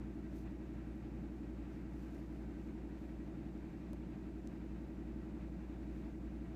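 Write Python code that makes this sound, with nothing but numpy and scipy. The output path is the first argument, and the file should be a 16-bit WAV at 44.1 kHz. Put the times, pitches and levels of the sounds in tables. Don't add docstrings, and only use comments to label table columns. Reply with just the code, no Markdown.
import sys
import numpy as np
from scipy import signal
from scipy.fft import rfft, irfft
from scipy.io import wavfile

SR = 44100
rng = np.random.default_rng(int(sys.argv[2]) if len(sys.argv) > 2 else 0)


def field_ratio(decibels):
    return 10 ** (np.asarray(decibels, dtype=float) / 20)


def put_to_file(sound):
    columns = np.atleast_2d(sound).T
    safe = np.clip(columns, -1, 1)
    whole_steps = np.round(safe * 32767)
    wavfile.write(sys.argv[1], SR, whole_steps.astype(np.int16))


N = 288855


def in_time(rows):
    return np.interp(np.arange(N) / SR, *np.transpose(rows))


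def coloured_noise(gain_at):
    hz = np.maximum(np.arange(N // 2 + 1) * SR / N, 1)
    white = rfft(rng.standard_normal(N))
    return irfft(white * gain_at(hz), N) * np.sqrt(SR / 2)


def spectrum(points):
    hz, db = np.transpose(points)
    return lambda f: field_ratio(np.interp(np.log(f), np.log(hz), db))


def drift(corner_hz):
    curve = coloured_noise(lambda f: 1 / (1 + (f / corner_hz) ** 2))
    return curve / curve.std()


def tone(hz, turns=0):
    return np.sqrt(2) * np.cos(2 * np.pi * (hz * np.arange(N) / SR + turns))


# (moment_turns, pitch_hz, glide_hz_per_turn, bell_sigma_turns, peak_db)
MACHINE_STROKES = [(.522, 41.7, -27, .45, -65.8), (.118, 89.8, -53, .45, -63.7),
                   (.584, 138.9, 12, .45, -55.8), (.327, 170.3, -70, .16, -49.7),
                   (.694, 205.4, 62, .33, -50), (.122, 216.3, -238, .45, -52.2),
                   (.884, 238.9, -72, .25, -52), (.322, 292.9, -30, .45, -53.4),
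                   (.863, 315.4, 53, .3, -45.9), (.173, 374.7, -98, .35, -59.4)]


def machine(waver_db):
    turn_hz, turn_sag_hz_per_s, start_turns = 11.1898, .00077, -.002
    gain_db = 0.73
    t = np.arange(N) / SR
    turn = np.arange(2001) / 2000
    one_turn = 0
    for moment_turns, pitch_hz, glide, sigma_turns, peak_db in MACHINE_STROKES:
        nearest = (turn - moment_turns + .5) % 1 - .5
        since = nearest + np.array([[-1], [0], [1]])
        bell = np.exp(-.5 * (since / sigma_turns) ** 2)
        cycles = (pitch_hz + glide * since / 2) * since / turn_hz
        one_turn = one_turn - field_ratio(peak_db) * np.sum(bell * np.cos(2 * np.pi * cycles), axis=0)
    turns = start_turns + turn_hz * t - turn_sag_hz_per_s * t ** 2 / 2
    throb = np.interp(turns % 1, turn, one_turn)
    return field_ratio(gain_db + waver_db * drift(1.3)) * throb


# (time_s, level_db_rms, pitch_hz)
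DRONE_CURVE = [(0, -59.5, 285.51), (1.5, -59, 285.32), (3, -58.5, 285.31), (3.7, -61.5, 285.14),
               (6.55, -60.5, 285.23)]


def drone():
    octave_db, start_turns = -19, .86
    time_s, level_db, pitch_hz = np.transpose(DRONE_CURVE)
    t = np.arange(N) / SR
    cycles = np.cumsum(np.interp(t, time_s, pitch_hz)) / SR
    pair = tone(0, cycles + start_turns) + field_ratio(octave_db) * tone(0, 2 * cycles)
    return field_ratio(np.interp(t, time_s, level_db)) * pair


# (time_s, level_db_rms)
HUM_CURVE = [(0, -50), (1, -49.5), (2, -49.5), (3, -50), (3.5, -52), (4, -51), (4.5, -51), (5, -49.5),
             (5.6, -49), (6.55, -48.5)]


def motor():
    hum_hz, beat_hz, beat_db_rms = 58.73, 56.18, -66
    return field_ratio(in_time(HUM_CURVE)) * tone(hum_hz, 0.69) + field_ratio(beat_db_rms) * tone(beat_hz, 0.8)


# (time_s, level_db_rms)
BUZZ_CURVE = [(0, -60.5), (1, -61), (2.6, -65), (3.5, -78), (4.1, -62), (4.5, -80), (5, -75), (6.55, -62.5)]


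def mains_buzz():
    return field_ratio(in_time(BUZZ_CURVE)) * tone(120.1)


# (freq_hz, level_db_per_hz)
FUR_SPECTRUM = [(1500, -16), (3000, 0), (6500, 0.5), (9000, -6), (14000, -5)]
# (peak_s, peak_db_rms, length_s)
FUR_BRUSHES = [(.15, -85, .04), (0.38, -74, .08), (1.38, -87, .06), (1.752, -81, .07), (2.025, -78, .14),
               (2.16, -79, 0.11), (2.348, -83, 0.24), (2.66, -83, 0.13), (3.05, -83, .15), (4.5, -89, .2),
               (4.85, -88, .1), (6.0, -82.5, 0.23)]


def fur(grain_db):
    drop_db, release_share, rest_db = 13, .8, -99
    hiss = coloured_noise(spectrum(FUR_SPECTRUM)) * field_ratio(grain_db * drift(150))
    t = np.arange(N) / SR
    power = field_ratio(rest_db) ** 2
    for peak_s, peak_db, length_s in FUR_BRUSHES:
        away = (t - peak_s) / np.where(t < peak_s, length_s, release_share * length_s)
        power = power + field_ratio(peak_db - drop_db * np.minimum(away ** 2, 9)) ** 2
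    return np.sqrt(power) * hiss / hiss.std()


# (pitch_hz, level_db, t60_s)
KNOCK_MODES = [(96, -0.5, 0.07), (587, -1, 0.036), (970, -14, .03)]


def hollow_knock(t):
    return sum(np.sin(2 * np.pi * hz * t) * field_ratio(db - 60 * t / t60_s) for hz, db, t60_s in KNOCK_MODES)


# (start_s, peak_db, low_hz, high_hz, knock_db)
DRY_CLICKS = [(3.5773, -61, 2500, 6000, -78), (3.932, -46, 1500, 18000, -43.5),
              (4.4312, -69, 9000, 15000, -90), (4.4734, -46.5, 2800, 8440, -75)]


def clicks():
    rise_s, t60_s, snap_delay_s = 0.00034, 0.01, .0004
    out = np.zeros(N)
    t = np.arange(4000) / SR
    knock = hollow_knock(t)
    for start_s, peak_db, low_hz, high_hz, knock_db in DRY_CLICKS:
        burst = rng.standard_normal(len(t)) * np.minimum(t / rise_s, 1) * field_ratio(-60 * t / t60_s)
        burst[round(snap_delay_s * SR)] = 8.5
        band = signal.butter(2, [low_hz, min(high_hz, .45 * SR)], "band", fs=SR, output="sos")
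        burst = signal.sosfilt(band, burst)
        start = round(start_s * SR)
        out[start:start + len(t)] += field_ratio(peak_db) * burst / abs(burst).max() - field_ratio(knock_db) * knock
    return out


# (start_s, end_s, first_hz, last_hz, peak_db)
SQUEAK_STEPS = [(.865, .905, 8600, 9000, -86.5), (.912, .935, 10300, 10800, -85.5),
                (.945, .98, 11200, 11400, -86.5)]


def squeak():
    out = np.zeros(N)
    t = np.arange(N) / SR
    for start_s, end_s, first_hz, last_hz, peak_db in SQUEAK_STEPS:
        share = np.clip((t - start_s) / (end_s - start_s), 0, 1)
        cycles = (end_s - start_s) * (first_hz * share + (last_hz - first_hz) * share ** 2 / 2)
        out += field_ratio(peak_db) * np.sin(np.pi * share) * np.sin(2 * np.pi * cycles)
    return out


# (center_hz, width_hz, level_db_rms)
MODES = [(113, 4.6, -67.5), (118.8, 2.7, -72.5), (148, 4.3, -66.5), (177.6, 17, -60.5), (219.1, 6.7, -61.5),
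         (277.2, 6, -68.5), (373, 13, -72.5), (438, 17, -80), (516, 25, -77.5), (655.6, 16, -76.5),
         (738, 30, -80.5), (842, 33, -83.5), (1060, 30, -86.5), (1165, 30, -83), (1326, 100, -81.5),
         (1569, 82, -81.5), (1916, 40, -83), (2450, 400, -86), (3580, 360, -92), (3850, 40, -96),
         (4780, 27, -101)]


def room_modes():
    out = np.zeros(N)
    for center_hz, width_hz, level_db in MODES:
        mode = coloured_noise(lambda f: 1 / (1 + (2 * (f - center_hz) / width_hz) ** 2))
        out += field_ratio(level_db) * mode / np.sqrt(np.pi * width_hz / 4)
    return out


# (freq_hz, level_db_per_hz)
AIR_SPECTRUM = [(20, -91), (35, -90), (50, -78), (100, -85.5), (200, -83), (350, -87.5), (600, -90.5),
                (950, -95.5), (1080, -102), (1500, -101), (2300, -103.5), (2650, -106), (3300, -114),
                (4200, -115), (5300, -118.5), (7800, -120), (8500, -125), (10000, -127.3), (15000, -126.7)]


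def air(flutter_db):
    steady = coloured_noise(spectrum(AIR_SPECTRUM)) + room_modes()
    band = signal.butter(2, [900, 4500], "band", fs=SR, output="sos")
    upper = signal.sosfiltfilt(band, steady)
    return steady + upper * (field_ratio(flutter_db * drift(16)) - 1)


def scene():
    throb = machine(waver_db=0.48) + drone()
    low_tones = motor() + mains_buzz()
    close = fur(grain_db=2.0) + clicks() + squeak()
    return (throb + low_tones + close + air(flutter_db=1.05))[None]


def top_cut(x):
    return signal.sosfilt(signal.butter(12, 15600, fs=SR, output="sos"), x)


def record(dry):
    low_pass = signal.ellip(10, .5, 60, 15200, fs=SR, output="sos")
    mix = signal.sosfilt(low_pass, dry)
    return top_cut(mix)


dry = scene()
out = record(dry)
put_to_file(out)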